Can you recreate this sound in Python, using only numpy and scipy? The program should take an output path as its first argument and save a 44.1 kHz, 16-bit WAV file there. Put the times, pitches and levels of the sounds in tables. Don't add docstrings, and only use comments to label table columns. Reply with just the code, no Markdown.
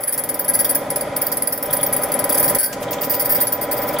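import sys
import numpy as np
from scipy import signal
from scipy.fft import rfft, irfft, next_fast_len
from scipy.io import wavfile
from scipy.ndimage import map_coordinates

SR = 44100
rng = np.random.default_rng(int(sys.argv[2]) if len(sys.argv) > 2 else 0)


def transcribe(signal):
    frames = np.atleast_2d(signal).T
    limited = np.clip(frames, -1, 1)
    pcm = np.round(limited * 32767).astype(np.int16)
    wavfile.write(sys.argv[1], SR, pcm)


N = 176400
TURN_HZ = 19.49
EARS = np.array([[.5], [-.5]])


def cutter():
    # (time [s], contact length [s], level [dB], brightness: 14.5 kHz over 11 kHz [dB])
    bites = [(0.002, 0.024, -32, -3), (0.032, 0.0066, -21.5, -11), (0.071, 0.02, -19, -16),
             (0.122, 0.025, -21, -2.5), (0.177, 0.019, -20, -14), (0.237, 0.0077, -23, -5),
             (0.289, 0.01, -19, -7), (0.341, 0.004, -23, -1), (0.391, 0.0044, -17.5, 2),
             (0.444, 0.003, -24.5, -9), (0.479, 0.021, -15, -11), (0.535, 0.018, -15, -3.5),
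             (0.588, 0.02, -15, -5), (0.644, 0.01, -16.5, -1), (0.689, 0.021, -16.5, -6.5),
             (0.748, 0.0063, -14.5, 0.5), (0.85, 0.031, -54, 4), (0.901, 0.0099, -20.5, -9),
             (0.958, 0.0026, -17.5, -8), (1.009, 0.0035, -21, -6), (1.161, 0.0051, -18.5, -4),
             (1.214, 0.0062, -17, 2), (1.265, 0.0044, -18, 6.5), (1.317, 0.0075, -19, -4),
             (1.369, 0.0098, -20, -8), (1.42, 0.0077, -17.5, -10), (1.47, 0.0061, -17, -7),
             (1.522, 0.0067, -19, 3), (1.575, 0.0033, -25, 6), (1.625, 0.0029, -21, 1.5),
             (1.655, 0.006, -27, -8), (1.705, 0.0033, -25.5, -4), (1.727, 0.0066, -14.5, 2.5),
             (1.766, 0.0022, -20.5, -8), (1.808, 0.004, -26.5, 5), (1.83, 0.0064, -14.5, -12),
             (1.862, 0.005, -18.5, 7), (1.925, 0.0079, -16, -10), (1.963, 0.004, -16.5, -2),
             (2.016, 0.0069, -25, 0), (2.033, 0.0032, -17, -6), (2.086, 0.0027, -34, -5),
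             (2.117, 0.0043, -19.5, -1), (2.138, 0.004, -17, -18), (2.19, 0.0026, -17, -7),
             (2.239, 0.0027, -17, -9), (2.292, 0.0085, -17, -1), (2.322, 0.004, -16.5, -7),
             (2.343, 0.005, -16.5, -6), (2.373, 0.0087, -15.5, -4), (2.395, 0.0054, -14, 1),
             (2.426, 0.022, -15.5, 3.5), (2.453, 0.0041, -21, -9), (2.478, 0.014, -17.5, 0),
             (2.496, 0.0054, -15.5, 1), (2.547, 0.0055, -15.5, -1.5), (2.584, 0.03, -17, -4),
             (2.629, 0.032, -19, -6), (2.802, 0.024, -38, -4), (2.907, 0.013, -24.5, 12),
             (3.011, 0.0073, -21, 11), (3.041, 0.0083, -25, 1), (3.096, 0.034, -19, 6.5),
             (3.141, 0.01, -20, 6), (3.195, 0.027, -18.5, 5.5), (3.243, 0.016, -19.5, 4),
             (3.293, 0.034, -15.5, 9), (3.347, 0.02, -17, 9.5), (3.403, 0.022, -15.5, 8.5),
             (3.469, 0.011, -19.5, -10), (3.522, 0.004, -16, 9), (3.612, 0.025, -23.5, 7),
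             (3.712, 0.019, -20.5, 10), (3.763, 0.025, -26.5, 5), (3.813, 0.023, -25.5, 8),
             (3.869, 0.026, -26.5, 7.5), (3.923, 0.021, -31.5, 5), (3.985, 0.0039, -23, 2)]
    # (time [s], left over right [dB])
    balance = [(0, 0), (.8, 0), (1.3, -1), (2.3, 1), (2.8, -1), (4, 2)]
    out, t = np.zeros((2, N)), np.arange(SR // 6) / SR
    for start, length, db, bright_db in bites:
        one_tooth = unit(blank_ring(t, bright_db)) + amp(-1.5) * unit(scrape(t, start, bright_db))
        hits = tooth_hits(length, len(t))[None]
        bite = signal.fftconvolve(hits, one_tooth, axes=1)[:, :len(t)]
        grind = signal.fftconvolve(hits, carriage_grind(t), axes=1)[:, :len(t)]
        loud = t < length + .008
        cut = bite / bite[:, loud].std() + amp(-19.5) * grind / grind[:, loud].std()
        add(out, start, amp(db + .5) * cut)
    return out * amp(EARS * curves(balance)[0])


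def tooth_hits(length, size):
    tooth_hz, entry_s, exit_s = 1406.5, .0013, .0017
    slip, strength = rng.standard_normal((2, 128))
    times = np.abs(np.arange(len(slip)) + slip / 2) / tooth_hz
    contact = np.minimum(1, times / entry_s + .3) * np.exp(-np.maximum(0, times - length) / exit_s)
    force_db = 2 * np.exp(-times / .0026) + 6.5 * np.clip(strength, -2, 2)
    return np.bincount((times * SR).astype(int), contact * amp(force_db), size)[:size]


def blank_ring(t, bright_db):
    # (pitch [Hz], level [dB], time to fade by 60 dB [s], left over right [dB])
    tones = [(4760, -14.5, 0.084, -3), (4833, -15, 0.042, 5), (5170, -22, 0.027, 5),
             (5470, -12.5, 0.049, -2.5), (6340, -22, 0.077, 14), (7790, -19.5, 0.076, 6),
             (10550, -10, 0.043, 25), (10710, 2, 0.062, 1), (10900, -1, 0.062, 0), (11000, -4.5, 0.041, 9),
             (11570, -24, 0.069, -8), (12630, -5, 0.041, -4), (14220, -17, 0.051, 1), (14400, -5, 0.027, 8),
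             (14260, -1.5, 0.033, -6), (14540, 2.5, 0.14, -2)]
    hz, db, fade_s, pan_db = np.transpose(tones)
    scatter, phase, spread, shift = rng.standard_normal((4, len(hz)))
    shifted_hz = hz * (1 + .0015 * shift)
    rings = amp(-60 * t / fade_s[:, None]) * np.exp(2j * np.pi * shifted_hz[:, None] * t)
    gains = amp(db + .5 * scatter + bright_db * tilt(hz) + EARS * pan_db)
    phases = np.exp(2j * (np.pi * phase + EARS * .62 * spread))
    return ((gains * phases) @ rings).real


def scrape(t, start, bright_db):
    # (frequency [Hz], level [dB])
    spectrum = [(2000, -62), (4100, -25), (4750, -7.5), (5500, -17.5), (5900, -25.5), (8600, -16),
                (9900, -9), (10700, 8.5), (11700, -0.5), (13300, 1.5), (14600, 4.5), (15600, 8),
                (16500, -22)]
    # (time [s], boost below 10 kHz [dB])
    rasp = [(0, -8), (1, 8), (2, -3.5), (2.45, 4), (2.8, 6), (3.3, 6.5), (4, 12.5)]
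    rasp_db = np.interp(start, *np.transpose(rasp))
    colour = [(hz, db + bright_db * tilt(hz) + rasp_db * (hz < 10000)) for hz, db in spectrum]
    return stereo_noise(colour, len(t), width=.83) * amp(-60 * t / .06)


def carriage_grind(t):
    # (frequency [Hz], level [dB])
    spectrum = [(150, -55), (600, -34), (1200, -17), (1600, 17), (2200, 10), (2800, -8.5), (3300, -1.5),
                (4200, -11), (9000, -48)]
    return stereo_noise(spectrum, len(t)) * amp(-60 * t / .086)


def drive():
    # (time [s], rumble [dB], knocks [dB], hum [dB], rattle [dB])
    levels = [(0.0, -39.5, -34, -39, -40.5), (0.1, -43.5, -41.5, -42.5, -40.5),
              (0.19, -37.5, -37.5, -36.5, -39), (1.09, -32.5, -30, -33.5, -34.5),
              (1.22, -35, -34, -34.5, -34), (1.57, -38, -36.5, -36.5, -39.5),
              (1.68, -33.5, -30.5, -34, -34), (2.22, -31.5, -29.5, -30, -32),
              (2.57, -29.5, -28.5, -29, -31), (2.6, -44, -37.5, -39, -39), (2.67, -40.5, -38.5, -41.5, -41),
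              (2.82, -33.5, -31, -32.5, -35), (3.3, -34.5, -30.5, -32.5, -34), (3.44, -33, -31, -32.5, -32),
              (3.48, -36, -34.5, -35.5, -37.5), (3.79, -31.5, -27, -30.5, -32),
              (3.81, -32, -31, -29.5, -32), (4.0, -31.5, -26, -33, -30.5)]
    # (frequency [Hz], level [dB])
    rumble_tone = [(20, -16), (45, -13), (95, -8.5), (125, -3), (200, -3), (290, 1), (350, -10),
                   (430, -0.5), (560, -6.5), (680, -1.5), (780, -9), (900, -8.5), (1000, -3.5), (1150, -23),
                   (2500, -67)]
    rattle_tone = [(150, -65), (700, 6.5), (1100, 1), (1280, 6), (1650, -1), (1800, -1), (2000, -1),
                   (2350, -1), (2800, -12.5), (3300, -5), (4000, -15), (8000, -19.5), (15000, -30)]
    # (frequency [Hz], side over middle [dB])
    rumble_width = [(30, -21), (120, -27), (250, -31.5), (500, -10), (1000, -5.5)]
    rumble_db, knock_db, hum_db, rattle_db = curves(levels)
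    middle, side = (turning_noise(rumble_tone, share=.3) for _ in range(2))
    rumble = stereo(middle, filtered(side, rumble_width))
    middle, side = (turning_noise(rattle_tone, share=.4) for _ in range(2))
    rattle = stereo(middle, amp(-7) * side)
    return (amp(rumble_db + 2) * rumble + amp(rattle_db - .5) * rattle
            + amp(hum_db + 5.5) * motor_hum() + amp(knock_db + 3.5) * housing_knocks())


def turning_noise(spectrum, share):
    size = round(2 * SR / TURN_HZ)
    harmonic = np.arange(size // 2 + 1)
    gain = amp(along(spectrum, harmonic * SR / size) - 5 * (harmonic % 2))
    loop = unit(irfft(gain * np.exp(2j * np.pi * rng.random(len(gain))), size))
    return np.sqrt(share) * np.resize(loop, N) + np.sqrt(1 - share) * noise(spectrum, N)


def motor_hum():
    # (pitch [Hz], level [dB])
    tones = [(120, -24), (272.9, -16.5), (311.8, -15), (389.8, -20.5), (487.2, -9), (545.8, -14.5),
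             (604.2, -15.5), (721.3, -51), (799.1, -11), (994, -13.5), (1247.4, -21), (1919.8, -19.5),
             (2075.7, -22)]
    t = np.arange(N) / SR
    return sum(amp(db + .2 * wobble(5.88)) * np.sqrt(2) * np.sin(2 * np.pi * (hz * t + rng.random()))
               for hz, db in tones)


def housing_knocks():
    # (position [turns], pitch [Hz], level [dB], swell time [s])
    pattern = [(.95, 592, 7.7, .0058), (1.95, 562, 7.2, .0058), (.14, 765, -2.5, .006),
               (1.14, 770, -2.5, .006), (.46, 580, -1, .004), (1.33, 555, -1, .004)]
    turns, knocks = np.arange(N) / SR * TURN_HZ, np.zeros(N, complex)
    for position, hz, db, swell in pattern:
        since = ((turns - position + 1) % 2 - 1) / TURN_HZ
        width = swell * np.where(since < 0, .8, 1.15)
        level = amp(db + .3 * wobble(10)) * np.exp(-.5 * (since / width) ** 2)
        knocks += level * np.exp(2j * np.pi * (hz * since + rng.random()))
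    return stereo(knocks.real, amp(-20.5) * knocks.imag)


def carriage_ticks():
    # (time [s], level [dB])
    ticks = [(.647, -35.5), (1.698, -36.5), (1.797, -36.5), (2.306, -35), (2.88, -35), (2.982, -36.5),
             (3.387, -36.5), (3.963, -34.5)]
    # (frequency [Hz], level [dB])
    spectrum = [(1500, -46), (2850, -15), (3250, 2), (3650, -3.5), (4100, -19), (8000, -47)]
    return bursts(ticks, spectrum, rise_s=.0057)


def dry_scuffs():
    # (time [s], level [dB])
    scuffs = [(2.725, -27.5), (2.826, -30.5), (2.928, -26), (3.031, -26.5), (3.133, -29.5)]
    # (frequency [Hz], level [dB])
    spectrum = [(300, -40), (1500, -1), (2500, -0.5), (4000, -4.5), (6500, -1.5), (8500, -3.5), (10000, -9),
                (15000, -4.5)]
    return bursts(scuffs, spectrum, rise_s=.0063)


def squeak():
    # (time [s], pitch [Hz], level [dB])
    course = [(2.57, 1715, -70), (2.61, 1560, -37), (2.66, 1546, -38), (2.72, 1615, -38), (2.77, 1590, -70)]
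    hz, db = curves(course)
    tone = np.sin(2 * np.pi * np.cumsum(hz * (1 + .017 * wobble(200))) / SR)
    return amp(db) * (db > db.min()) * tone


def room(x):
    # (frequency [Hz], time to fade by 60 dB [s])
    fades = [(200, .3), (3000, 1), (11000, 0.35), (16000, 0.19)]
    hz, t, bands = signal.stft(rng.standard_normal((2, SR // 2)), SR, nperseg=256)
    tail = signal.istft(bands * amp(-60 * t / along(fades, hz)[:, None]), SR, nperseg=256)[1]
    return signal.fftconvolve(x, tail / np.linalg.norm(tail[0]), axes=1)[:, :N]


def bursts(events, spectrum, rise_s):
    out, t = np.zeros((2, N)), np.arange(SR // 12) / SR
    shape = t / rise_s * np.exp(1 - t / rise_s)
    for start, db in events:
        add(out, start, amp(db) * shape * stereo_noise(spectrum, len(t)))
    return out


def tilt(hz):
    return np.interp(hz, [8000, 10500, 11000, 14500], [0, -.5, -.5, .5])


def amp(db):
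    return 10 ** (np.asarray(db) / 20)


def unit(x):
    return x / np.sqrt(np.mean(x ** 2) + 1e-20)


def along(points, hz):
    freqs, values = np.transpose(points)
    return np.interp(np.log(hz + 1), np.log(freqs + 1), values)


def curves(rows):
    times, *columns = np.transpose(rows)
    return [np.interp(np.arange(N) / SR, times, column) for column in columns]


def wobble(rate):
    return map_coordinates(rng.standard_normal(int(N * rate / SR) + 4), [np.arange(N) * rate / SR])


def filtered(x, spectrum):
    return irfft(rfft(x) * amp(along(spectrum, np.fft.rfftfreq(len(x), 1 / SR))), len(x))


def noise(spectrum, size):
    return unit(filtered(rng.standard_normal(size), spectrum))


def stereo(middle, side):
    return np.array([middle + side, middle - side])


def stereo_noise(spectrum, size, width=.5):
    return stereo(noise(spectrum, size), width * noise(spectrum, size))


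def add(track, start, x):
    i = max(0, round(start * SR))
    n = max(0, min(x.shape[-1], N - i))
    track[..., i:i + n] += x[..., :n]


def scene():
    metal = cutter() + carriage_ticks() + dry_scuffs() + squeak()
    return metal + amp(-9) * room(metal) + drive()


def record(dry):
    top_hz, size = 15850, next_fast_len(N + SR // 2)
    hz = np.fft.rfftfreq(size, 1 / SR)
    spectrum = rfft(np.clip(dry, -1, 1), size)
    return irfft(spectrum / np.sqrt(1 + (hz / top_hz) ** 160), size)[:, :N]


dry = scene()
out = record(dry)
transcribe(out)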